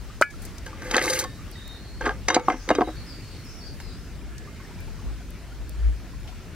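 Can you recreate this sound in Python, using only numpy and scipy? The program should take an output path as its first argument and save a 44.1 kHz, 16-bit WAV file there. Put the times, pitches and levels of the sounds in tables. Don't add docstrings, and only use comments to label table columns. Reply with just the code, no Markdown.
import sys
import numpy as np
from scipy import signal
from scipy.fft import rfft, irfft, next_fast_len
from scipy.io import wavfile
from scipy.ndimage import uniform_filter1d, minimum_filter1d, map_coordinates

SR = 44100
rng = np.random.default_rng(int(sys.argv[2]) if len(sys.argv) > 2 else 0)


def unload_audio(sound):
    columns = np.transpose(np.atleast_2d(sound))
    steps = np.round(np.clip(columns, -1, 1) * 32767)
    wavfile.write(sys.argv[1], SR, steps.astype(np.int16))


def boost_factor(decibels):
    exponent = np.asarray(decibels, float) / 20
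    return 10 ** exponent


N = 288836
SIDES = np.array([[.5], [-.5]])


def unit(x):
    return x / np.sqrt(np.mean(x ** 2) + 1e-20)


def along(points, hz):
    point_hz, value = np.transpose(points)
    return np.interp(np.log(hz + 1), np.log(point_hz + 1), value)


def strength(rows):
    s, db = np.transpose(rows)
    return boost_factor(np.interp(np.arange(N) / SR, s, db, -150, -150))


def wobble(rate_hz):
    knots = rng.standard_normal(int(N * rate_hz / SR) + 4)
    return map_coordinates(knots, [np.arange(N) * rate_hz / SR])


def filtered(x, response):
    size = next_fast_len(x.shape[-1] + SR // 4)
    spectrum = rfft(x, size) * response(np.fft.rfftfreq(size, 1 / SR))
    return irfft(spectrum, size)[..., :x.shape[-1]]


def add(out, s, x):
    part = out[..., round(s * SR):][..., :x.shape[-1]]
    part += x[..., :part.shape[-1]]


def modes(table, low_hz, high_hz, scatter_db=0, damping=1.):
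    mode_hz, width_hz, db = np.transpose(table)[:, :, None]
    gain = boost_factor(db + np.reshape(scatter_db, (-1, 1))) * (mode_hz >= low_hz) * (mode_hz < high_hz)
    gain = gain * (-1) ** np.arange(len(mode_hz))[:, None]

    def response(f):
        soft = 1 / (1 - (f / high_hz) ** 2 + 1.2j * f / high_hz) ** 2
        resonance = 1j * f * width_hz / (mode_hz * mode_hz - f * f + 1j * f * width_hz * damping)
        return soft * np.sum(gain * resonance, axis=0)
    return response


def echoes(x, t60_s):
    tail = rng.standard_normal((2, SR // 2)) * boost_factor(-60 * np.arange(SR // 2) / SR / t60_s)
    return signal.fftconvolve(x[None], tail / np.linalg.norm(tail[0]), axes=1)[:, :N]


# freq_hz, side_minus_mid_db
WIDTH = [(60, 0), (110, -16), (200, -14), (380, -15.5), (700, -11.5), (1290, -17), (2380, -8.5),
         (4400, -5.5), (8120, 0.5), (15000, 0.5)]
# freq_hz, left_minus_right_db
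LEAN = [(60, 1.5), (110, -0.5), (200, -1.5), (380, -1), (700, 1), (1290, 1), (2380, 1), (4400, 1),
        (8120, 0), (15000, 1.0)]


def rush(spectrum, patchy_db):
    cells = signal.stft(rng.standard_normal((2, N)), nperseg=512)[2]
    field = rng.standard_normal(cells.shape[1:])
    field = uniform_filter1d(uniform_filter1d(field, 6, 0), 12, 1)
    pair = signal.istft(cells * boost_factor(patchy_db * unit(field)), nperseg=512)[1][:, :N]
    mid, side = filtered(pair, lambda hz: boost_factor(along(spectrum, hz)) * [hz ** 0, boost_factor(along(WIDTH, hz))])
    both = filtered(np.array([mid + side, mid - side]), lambda hz: boost_factor(along(LEAN, hz) * SIDES))
    return both / np.std(mid)


# time_s, strength_db
AIR = [(0, 2), (.31, 0), (.446, 5.5), (.62, 2), (1.4, 2.5), (1.8, 1.5), (2.0, 0.5), (2.95, 3.5), (3.68, 2),
       (4.3, 0), (4.7, 2.5), (5.4, -0.5), (6.2, 0), (6.36, 2), (6.55, 0)]
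# freq_hz, level_db_per_hz
AIR_TONE = [(41, -67), (70, 1), (219, -8.5), (396, -14.5), (509, -20.5), (597, -21), (841, -25.5),
            (1240, -25.5), (1360, -23.5), (2290, -26), (3230, -30.5), (4980, -31), (13500, -45),
            (15900, -45)]
BREEZE_SHARE = [0.38, 0.72, 0.81]


def air():
    wide = rush(AIR_TONE, patchy_db=1.5)
    out, breeze = 0, strength(AIR)
    for share, low_hz, high_hz in zip(BREEZE_SHARE, (0, 800, 4000), (800, 4000, 20000)):
        part = filtered(wide, lambda hz: (hz >= low_hz) * (hz < high_hz))
        out = out + breeze ** share * boost_factor(0.44 * wobble(2.9)) * part
    return boost_factor(-42.5) * out


# time_s, level_db
HUM = [(0, -39), (.55, -50), (.64, -33), (.75, -47), (1.85, -44.5), (2.06, -31.5), (2.4, -50), (3.0, -37.5),
       (3.4, -50), (4.2, -38.5), (5.0, -54), (5.07, -20.5), (5.2, -40), (5.7, -35.5), (5.88, -15),
       (6.02, -35.5), (6.16, -32), (6.55, -54)]
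HUM_HZ, HUM_WAVER_HZ, HUM_LEFT_DB = 56, 1.5, 3
DRONE_HZ, DRONE_WIDTH_HZ, DRONE_LEFT_DB, DRONE_DB = 41, 6.5, 6, -42


def engine():
    phase = 2 * np.pi * np.cumsum(HUM_HZ + HUM_WAVER_HZ * wobble(5.4)) / SR
    turn = .9 * wobble(2) * SIDES
    hum = strength(HUM) * boost_factor(1.5 + HUM_LEFT_DB * SIDES) * np.sin(phase + turn)
    hum = hum * boost_factor(2 - 5 * np.abs(wobble(4)))
    noise = rng.standard_normal((2, N))
    fuzz = filtered(noise, lambda f: np.exp(-((f - DRONE_HZ) / DRONE_WIDTH_HZ) ** 2))
    return hum + boost_factor(DRONE_DB + DRONE_LEFT_DB * SIDES) * unit(fuzz)


# start_s, peak_db, pitch_hz
DRIPS = [(0.339, -40.5, 1310), (0.73, -34, 1150), (1.391, -41, 1165), (1.479, -44, 1136),
         (1.557, -38, 1890), (4.319, -48, 1690), (4.474, -41, 1160), (4.601, -41, 1065), (4.485, -42, 1170),
         (4.6, -43, 1480), (4.65, -41, 1780), (4.71, -43.5, 936), (4.215, -43, 2340), (.1, -40.5, 1190),
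         (4.789, -46, 2290), (4.88, -44, 880), (4.99, -43, 1090), (5.219, -46, 1430), (5.434, -51, 670),
         (5.605, -52, 670), (5.52, -45, 1390), (6.015, -50, 740), (5.205, -45, 700), (5.699, -50, 600),
         (5.857, -46, 1260), (5.889, -53, 710), (5.999, -47, 1210), (6.135, -45, 1020), (6.251, -46, 830),
         (6.289, -43.5, 712), (6.405, -43.5, 1330)]
PATTER_FROM_S, PATTER_PER_S, PATTER_HZ, PATTER_DB = 4.2, 45, 1150, -56


def drips():
    out, t = np.zeros(N), np.arange(SR // 12) / SR
    patter_s = N / SR - PATTER_FROM_S
    draw = rng.random((round(patter_s * PATTER_PER_S), 3))
    start_s = PATTER_FROM_S + draw[:, 0] * patter_s
    level_db = PATTER_DB + 9 * draw[:, 1] ** 2
    pitch_hz = PATTER_HZ * 2 ** (2.4 * draw[:, 2] - 1)
    for s, db, hz in DRIPS + list(zip(start_s, level_db, pitch_hz)):
        life_s = 9 / hz
        shape = np.exp(-t / life_s) * (1 - np.exp(-t / 0.00056))
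        add(out, s, boost_factor(db + 1) * shape * np.sin(2 * np.pi * hz * t * (1 + .015 * t / life_s)))
    return out


# freq_hz, level_db, t60_s
FOOT = [(600, 3, 0.022), (1306, -6.5, 0.037), (406, -7, 0.026), (880, -3, .018)]
FOOT_S, FOOT_DB = .2122, -4.5


def foot():
    t = np.maximum(np.arange(N) / SR - FOOT_S, 0)
    ring = sum(boost_factor(db - 60 * t / t60) * np.sin(2 * np.pi * hz * t) for hz, db, t60 in FOOT)
    return boost_factor(FOOT_DB) * (1 - np.exp(-t / 0.00079)) * ring


# start_s, peak_db, freq_hz,
# left_minus_right_db, fade_s
TICKS = [(0.2128, -19, 5760, 8, 0.011), (2.489, -32, 6200, 1, 0.0051), (0.302, -38.5, 6000, 1.5, 0.019),
         (.419, -34.5, 9000, 1.5, 0.021), (0.451, -29, 8000, 3, 0.0081), (0.582, -30, 5200, 2, 0.0046),
         (1.514, -34, 10900, -3, 0.0024), (1.678, -29.5, 10500, 3, 0.0013), (3.45, -41, 13000, 1, .003),
         (3.802, -50, 9000, -20, 0.043), (4.381, -33.5, 4970, 7, 0.004), (4.805, -31, 13500, -2, 0.0018),
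         (5.305, -50, 10500, 38, 0.002), (5.694, -27, 10500, 0, 0.0015), (3.74, -47, 9000, -6, 0.011),
         (3.85, -52, 9100, 0, .015), (3.97, -53, 8900, 6, 0.011), (6.275, -37, 3030, 3, 0.028)]


def ticks():
    out, t = np.zeros((2, N)), np.arange(SR // 20) / SR
    for s, db, hz, pan_db, fade_s in TICKS:
        burst = rng.standard_normal((2, len(t))) * np.exp(-t / abs(fade_s))
        snap = filtered(burst, lambda f: (1j * f * hz / (hz * hz - f * f + 1.1j * f * hz)) ** 2)
        add(out, s, boost_factor(db + pan_db * SIDES) * snap / np.abs(snap).max())
    return out


# freq_hz, level_db, t60_s
RIM = [(1330, -8, 0.041), (1430, -11.5, 0.086), (1500, 1.5, 0.024), (1696, -24, 0.27), (2050, -5, 0.019),
       (2350, -12.5, 0.051), (2280, -28, 0.27), (2470, -28, 0.16), (2800, -22, 0.025), (2970, -22, 0.049),
       (4900, -27, 0.037)]
# start_s, peak_db
SPOON = [
    (0.2222, -3),
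    (0.2292, -20),
    (0.2338, -24),
]
HUSH_S, HUSH_DB_PER_S = 0.308, 700


def spoon():
    out, t = np.zeros(N), np.arange(SR // 3) / SR
    for s, db in SPOON:
        ring = sum(boost_factor(level - 60 * t / t60) * np.sin(2 * np.pi * hz * t) for hz, level, t60 in RIM)
        crack = 0.022 * boost_factor(-60 * t / 0.021) * rng.standard_normal(len(t))
        add(out, s, boost_factor(db + 3) * (ring * (1 - np.exp(-t / .0008)) + crack))
    return out * boost_factor(-HUSH_DB_PER_S * np.maximum(np.arange(N) / SR - HUSH_S, 0))


# freq_hz, width_hz, level_db
PAN = [(326, 34, -3), (514, 31, -7.5), (860, 30, -11), (1210, 51, -11), (1590, 110, 2), (2100, 123, -0.5),
       (2585, 340, -8), (2846, 36, -4), (3140, 105, -5), (3760, 40, -0.5), (4200, 180, -14),
       (4600, 130, -5.5), (4820, 42, 1.5), (5030, 52, -4), (6030, 95, -1.5), (6700, 160, -7.5),
       (7400, 53, -5.5), (7750, 180, -9.5), (5670, 48, -9.5)]
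CONTACT_SCATTER_DB, CONTACT_MOVES_HZ = 4, 22


def sliding(grit, band, damping):
    share = boost_factor(8 * np.array([wobble(CONTACT_MOVES_HZ) for _ in range(3)]))
    share = share / np.linalg.norm(share, axis=0)
    spots_db = CONTACT_SCATTER_DB * rng.standard_normal((3, len(PAN)))
    out = 0
    for gain, spot_db in zip(share, spots_db):
        out = out + unit(filtered(gain * grit, modes(PAN, *band, spot_db - spot_db.mean(), damping)))
    return out / np.sqrt(3)


# low_hz, high_hz
BANDS = [(0, 1500), (1500, 3500), (3500, 9000)]
# freq_hz, level_db_per_hz
GRIT = [(1500, -36), (2500, -9), (4000, 21), (6500, 19), (8000, 20), (12000, 7), (15600, -3), (16500, -50)]
# time_s, pressure_db, speed (0-1)
DRAG = [
    (0.66, -46.5, 1),
    (0.738, -50.5, 0),
    (0.848, -39.5, 0.55),
    (0.9, -35.5, 0.54),
    (0.975, -22, 0.31),
    (1.048, -27, 0.54),
    (1.116, -28, 0.73),
    (1.2, -32.5, 0.81),
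    (1.248, -37.5, 0.57),
]
# start_s, length_s, pressure_db, speed (0-1)
SHOVES = [
    (2.008, 0.14, -26.5, 0),
    (2.281, 0.16, -25.5, 0.03),
    (2.477, 0.1, -32, 0.04),
    (2.676, 0.22, -31, 0),
]
SHOVE_RISE_S, SHOVE_FALL_DB = 0.064, 17
# time_s, extra_scratch_db, fade_s
BITES = [
    (.911, 12, .006),
    (0.966, 20, .003),
    (1.024, 8, 0.0065),
    (1.038, 7, .012),
    (1.066, -6, .01),
    (1.099, 5, 0.01),
    (1.131, 1, 0.017),
    (1.19, 7, 0.015),
    (1.24, 8.5, .006),
]
LIFT_DB_PER_S = [350, 500, 1500, 2000]
RESTING_DB = [1, -8, -23, -51]
FASTER_DB = [-3.5, 6, 23, 55]


def drag():
    slow, fine = wobble(40), wobble(350)
    clumps = boost_factor([slow + 3.3 * np.roll(fine, 5000 * k) for k in range(4)])
    grit = clumps * rng.standard_normal((4, N))
    rings = [unit(sliding(grit[k], band, damping=0.82 + 0.089 * k * k)) for k, band in enumerate(BANDS)]
    scratch = unit(filtered(grit[3], lambda hz: boost_factor(along(GRIT, hz))))
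    rings[2] = unit(rings[2] + scratch)
    rings.append(0.35 * unit(filtered(scratch, lambda hz: (hz / 12000) ** 2)))
    strokes = [DRAG]
    for s, length, db, speed in SHOVES:
        strokes.append([(s, db - 8.5, speed), (s + SHOVE_RISE_S, db, speed),
                        (s + length, db - SHOVE_FALL_DB, speed)])
    level, t = 0, np.arange(N) / SR
    for stroke in strokes:
        s, db, speed = np.transpose(stroke)
        lift_db = np.c_[LIFT_DB_PER_S] * np.maximum(t - s[-1], 0)
        pressure_db = np.interp(t, s, db, left=-150) - lift_db
        speed_db = np.c_[RESTING_DB] + np.c_[FASTER_DB] * np.interp(t, s, speed)
        level = level + boost_factor(pressure_db + speed_db)
    bite = 1
    for s, db, fade_s in BITES:
        bite = bite + boost_factor(db) * (t >= s) * np.exp(-np.abs(t - s) / abs(fade_s))
    return np.sum(level * rings * [t ** 0, t ** 0, bite, bite], axis=0)


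# freq_hz, width_hz, level_db
BOARD = [(271, 63, 4.5), (520, 70, -3.5), (738, 26, 3), (900, 41, -5.5), (1098, 57, -4), (1310, 41, -5.5),
         (1542, 25, -10)]
# start_s, peak_db, hardness_db, favoured_hz
KNOCKS = [(0.664, -29, -6, 480), (2.01, -21.5, -14.5, 910), (2.042, -27, -18, 480),
          (2.057, -18, -10.5, 1500), (2.068, -16, -20, 328), (2.075, -18, -15, 1190),
          (2.092, -17.5, -20, 720), (2.108, -21, -18, 1110), (2.284, -13.5, 1.5, 506),
          (2.302, -12.5, -7, 920), (2.3442, -18, 6.5, 686), (2.359, -24, -1, 900), (2.364, -2.5, -30, 738),
          (2.396, -22, -11.5, 890), (2.482, -5, -38, 770), (2.5, -10.5, -17.5, 730), (2.521, -19, -15, 501),
          (2.541, -24, -46, 730), (2.6892, -15.5, -6, 900), (2.703, -4.5, -18, 600),
          (2.711, -3.5, -30, 560), (2.7504, -18, -4, 490), (2.784, -3.5, -41, 520), (2.808, -4.5, -31, 700),
          (2.815, -9, -36, 514), (2.874, -22.5, -36, 320), (2.884, -24, -26, 630), (3.801, -35, -1, 970)]
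# start_s, peak_db, upper_modes_db, edge_db, favoured_hz
JUDDER = [(0.82, -30, -5, -6, 710), (0.88, -32, -17, -11, 710), (0.897, -38, 2, -1, 1130),
          (0.911, -21, 1.5, 5, 1130), (0.939, -15, 0, -12, 860), (0.9436, -16.5, 4.5, -5, 340),
          (.955, -16, 0, -6, 1200), (.992, -21.5, 3, -1, 1200), (0.9664, -17, 3, 7.5, 860),
          (0.98, -17, 5, -4, 450), (1.015, -19, 4, -5, 496), (1.039, -24, -2, 1, 527),
          (1.07, -27, -11, -6, 525), (1.098, -32, -2, 10.5, 530), (1.135, -37, 10, 19, 536),
          (1.164, -46, 0, 6, 490), (1.19, -41, 12, -1, 1180), (1.245, -27, -22, -16, 1100)]
UPPER_DB, UPPER_SHARE = 2, 0.59
CONTACT_S, CATCH_S, METAL_S = 0.0092, .006, 0.012


def knocks():
    out, t = np.zeros(N), np.arange(SR // 4) / SR
    contacts = []
    for s, db, hard_db, hz in KNOCKS:
        contacts.append((s, db, UPPER_DB + UPPER_SHARE * hard_db, hard_db, hz, CONTACT_S))
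    contacts += [(*row, CATCH_S) for row in JUDDER]
    for s, db, upper_db, edge_db, hz, contact_s in contacts:
        rattle = rng.standard_normal((4, len(t))) * np.exp(-t / contact_s)
        rattle[1:] *= np.exp(-t / METAL_S)
        rattle[:2, 0] = 12
        favour_db = np.append(-4 * np.abs(np.log2(np.transpose(BOARD)[0] / hz)), 0)
        scatter_db = 3 * rng.standard_normal(len(PAN))
        spot = [(hz, 0.13 * hz, -9)]
        thud = filtered(rattle[0], modes(BOARD + spot, 0, 2080, favour_db, damping=1.72))
        upper = filtered(rattle[1], modes(PAN, *BANDS[1], scatter_db, damping=1.3))
        edge = filtered(rattle[2], modes(PAN, *BANDS[2], scatter_db, damping=2.6))
        burst = rattle[3] * np.exp(-t / 0.0013)
        crack = filtered(burst, lambda f: boost_factor(along(GRIT, f)) / (1 + (f / 9000) ** 4))
        edge = unit(edge) + .5 * unit(crack)
        for ring, rel_db in ((thud, 0), (upper, upper_db), (edge, edge_db)):
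            add(out, s, boost_factor(db + rel_db) * ring / np.abs(ring).max())
    return out


# start_s, freq_hz, level_db, t60_s
LINGER = [(2.876, 312, -19.5, 0.13), (2.885, 580, -32, 0.078), (2.786, 350, -15.5, 0.13),
          (2.81, 310, -19.5, 0.21), (2.82, 1000, -20.5, 0.065), (2.54, 260, -24.5, .15),
          (2.3, 501, -28, .15), (2.706, 3755, -33, 0.13), (2.345, 4000, -15, 0.045), (.677, 890, -42, 0.21),
          (1.155, 2830, -30, 0.16), (1.19, 5500, -33, 0.13), (1.188, 6080, -29, 0.12),
          (1.245, 3750, -49, 0.79), (1.238, 1093, -26.5, 0.11), (2.305, 1100, -28, 0.26),
          (2.707, 1700, -23, 0.078), (2.286, 2110, -23, 0.13), (2.286, 6080, -30, 0.19),
          (2.29, 3795, -27, 0.23), (2.366, 490, -25, 0.26), (2.398, 2214, -38, 0.24),
          (1.1, 4860, -25, 0.11), (1.105, 520, -29, 0.27), (2.752, 290, -19.5, 0.22),
          (2.5, 2075, -27, 0.11), (2.712, 2840, -29, 0.12), (2.752, 3800, -33.5, 0.13),
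          (2.751, 5900, -30, 0.027),
          (2.306, 1230, -33, 0.31), (2.372, 890, -28.5, .22), (2.372, 1330, -32, .2),
         (2.365, 710, -10, 0.064), (2.043, 335, -22, .12), (2.098, 750, -22, .07), (2.012, 900, -27, .07),
         (2.074, 1170, -25, 0.044), (2.302, 1050, -17, .04), (2.068, 415, -23, .08),
         (2.785, 910, -12, 0.033), (2.4825, 335, -13, 0.054), (2.4822, 1170, -13.5, 0.039),
         (2.483, 750, -12.5, .12), (2.498, 300, -20, 0.08), (2.54, 310, -27, 0.061),
         (2.704, 600, -9, 0.047), (2.704, 304, -13, .08),
          (.665, 1580, -32.5, 0.07), (.665, 2950, -40, 0.048), (.82, 1565, -35, 0.18),
          (.911, 5040, -25, .05), (.944, 1574, -16, 0.068), (0.943, 3100, -23, .05), (.944, 2560, -20, .05),
          (.967, 5030, -28, .04), (.981, 3700, -24, .03), (1.135, 1590, -28, .1), (1.1, 3140, -32, .1),
          (1.04, 2600, -31, .1), (2.2845, 5950, -13, .025), (2.302, 5860, -24, .05),
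          (2.303, 2113, -21, .06), (2.288, 2821, -27, 0.13), (2.288, 4861, -39, .09),
          (2.345, 5930, -16, .025), (2.5, 1590, -26, .06), (2.01, 1600, -28, .07), (2.056, 1590, -23, .08),
          (2.093, 1610, -24.5, 0.096), (2.062, 1950, -22, .04), (2.346, 2830, -29.5, .12),
          (2.36, 2290, -27, 0.089), (2.71, 2140, -21, .05), (2.751, 4840, -25, .04),
          (2.751, 2190, -32, 0.043), (2.751, 3100, -32, .05), (2.752, 1585, -30, 0.1),
          (1.251, 1790, -42, .36),
    (2.36, 4560, -23, .035),
]


def linger():
    out, t = np.zeros(N), np.arange(SR // 3) / SR
    for s, hz, db, t60_s in LINGER:
        add(out, s, boost_factor(db - 60 * t / t60_s) * (1 - np.exp(-t / 0.00083)) * np.sin(2 * np.pi * hz * t))
    return out


# start_s, peak_db, freq_hz, fade_s
SNAPS = [
    (0.9445, -9, 1920, 0.0028),
    (0.9815, -4, 1650, .003),
    (1.016, -17, 2000, 0.0022),
    (2.064, -13, 1620, 0.0022),
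    (2.0923, -16.5, 1640, 0.0018),
    (2.2877, -14, 2100, .0015),
    (2.302, -15, 1810, 0.0012),
    (2.7046, -18, 1340, 0.0051),
    (2.8175, -17.5, 1580, 0.0047),
    (2.6902, -19, 3000, 0.0017),
]


def snaps():
    out, t = np.zeros(N), np.arange(SR // 20) / SR
    for s, db, hz, fade_s in SNAPS:
        push = np.exp(-t / abs(fade_s)) * np.sin(2 * np.pi * hz * t) + 6.7 * np.exp(-t / 0.00059)
        scatter_db = 3 * rng.standard_normal(len(PAN))
        ring = filtered(push, modes(PAN, 700, 5800, scatter_db, damping=2.4))
        add(out, s, boost_factor(db) * ring / np.abs(ring).max())
    return out


# start_s, length_s, first_hz, last_hz, level_db
SONG = [(1.512, 0.034, 5300, 3700, -56), (1.547, 0.083, 3720, 3740, -54.5), (1.662, 0.177, 4200, 4250, -59),
        (1.841, 0.2, 4250, 4350, -59.5), (2.44, .1, 5580, 5750, -56.5), (2.52, 0.14, 6100, 6300, -62),
        (2.58, .1, 5500, 5800, -61), (2.622, .06, 6600, 6600, -60), (2.952, 0.073, 4290, 4300, -54),
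        (3.064, 0.062, 5210, 4530, -51), (3.088, 0.11, 4600, 4600, -57), (3.439, 0.086, 5220, 5200, -54.5),
        (3.475, 0.057, 5900, 6130, -60), (3.55, 0.085, 5480, 5400, -56), (3.602, 0.094, 4600, 4700, -51.5),
        (3.798, 0.15, 5000, 4800, -59), (3.789, .15, 4220, 3980, -60.5)]
# start_s, length_s, first_hz, last_hz, level_db
WHISTLE = [(1.633, 0.13, 3760, 3696, -53.5), (2.411, 0.024, 6850, 6630, -57), (2.6, 0.015, 4900, 4930, -55),
           (2.842, 0.032, 3870, 3853, -53), (2.89, .03, 3870, 3840, -60), (3.214, 0.19, 4370, 4330, -61),
           (3.22, 0.1, 4880, 4870, -62), (3.93, .15, 5230, 5150, -67), (4.297, 0.14, 1704, 1704, -60),
           (4.412, 0.1, 2100, 2088, -60.5), (4.78, 0.047, 2330, 2350, -58.5), (4.55, 0.12, 2160, 2050, -65),
           (6.388, 0.089, 1346, 1340, -62.5), (6.07, .08, 1375, 1385, -70), (6.218, 0.11, 1420, 1400, -66),
           (6.521, 0.034, 1450, 1450, -55)]
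SONG_WAVER, WHISTLE_WAVER = .036, .009


def birds():
    out = np.zeros(N)
    notes = [(*n, SONG_WAVER) for n in SONG] + [(*n, WHISTLE_WAVER) for n in WHISTLE]
    for s, length_s, first_hz, last_hz, db, waver in notes:
        u = np.arange(round(length_s * SR)) / (length_s * SR)
        flutter = map_coordinates(rng.standard_normal(80), [u * length_s * 150])
        pitch_hz = first_hz + (last_hz - first_hz) * u + waver * last_hz * flutter
        tone = np.sin(2 * np.pi * np.cumsum(pitch_hz) / SR)
        add(out, s, boost_factor(db + 8.0) * np.sin(np.pi * u) ** 0.036 * tone)
    return .3 * out + echoes(out, t60_s=.32)


OPPOSED_HZ = 8500


def scene():
    contacts = foot() + drag() + knocks() + linger() + snaps()
    pan = filtered(contacts, lambda hz: (1j * hz / (170 + 1j * hz)) ** 2)
    near = filtered(pan, lambda hz: np.exp(-1j * np.pi * (hz / OPPOSED_HZ) ** 1.15 * SIDES))
    glints = filtered(echoes(pan, t60_s=0.012), lambda hz: hz / (hz + 7000))
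    tap = spoon()
    room = boost_factor(-20) * echoes(pan + tap, t60_s=0.13) + boost_factor(-2.5) * glints
    return air() + engine() + drips() + ticks() + near + tap + room + birds()


def low_pass(x):
    return signal.sosfilt(signal.butter(12, 16510, fs=SR, output="sos"), x)


def record(dry):
    over = np.maximum(np.abs(dry).max(axis=0) / .45, 1)
    hold = round(.078 * SR)
    gain = minimum_filter1d(over ** -.55, hold, origin=hold // 2 - 1)
    late = np.pad(uniform_filter1d(gain, size=160), (120, 0), mode="edge")[:N]
    level = filtered(dry, lambda hz: hz < 15800) * late
    return low_pass(level / (1 + np.abs(level / 0.74) ** 5) ** (1 / 5))


dry = scene()
out = record(dry)
unload_audio(out)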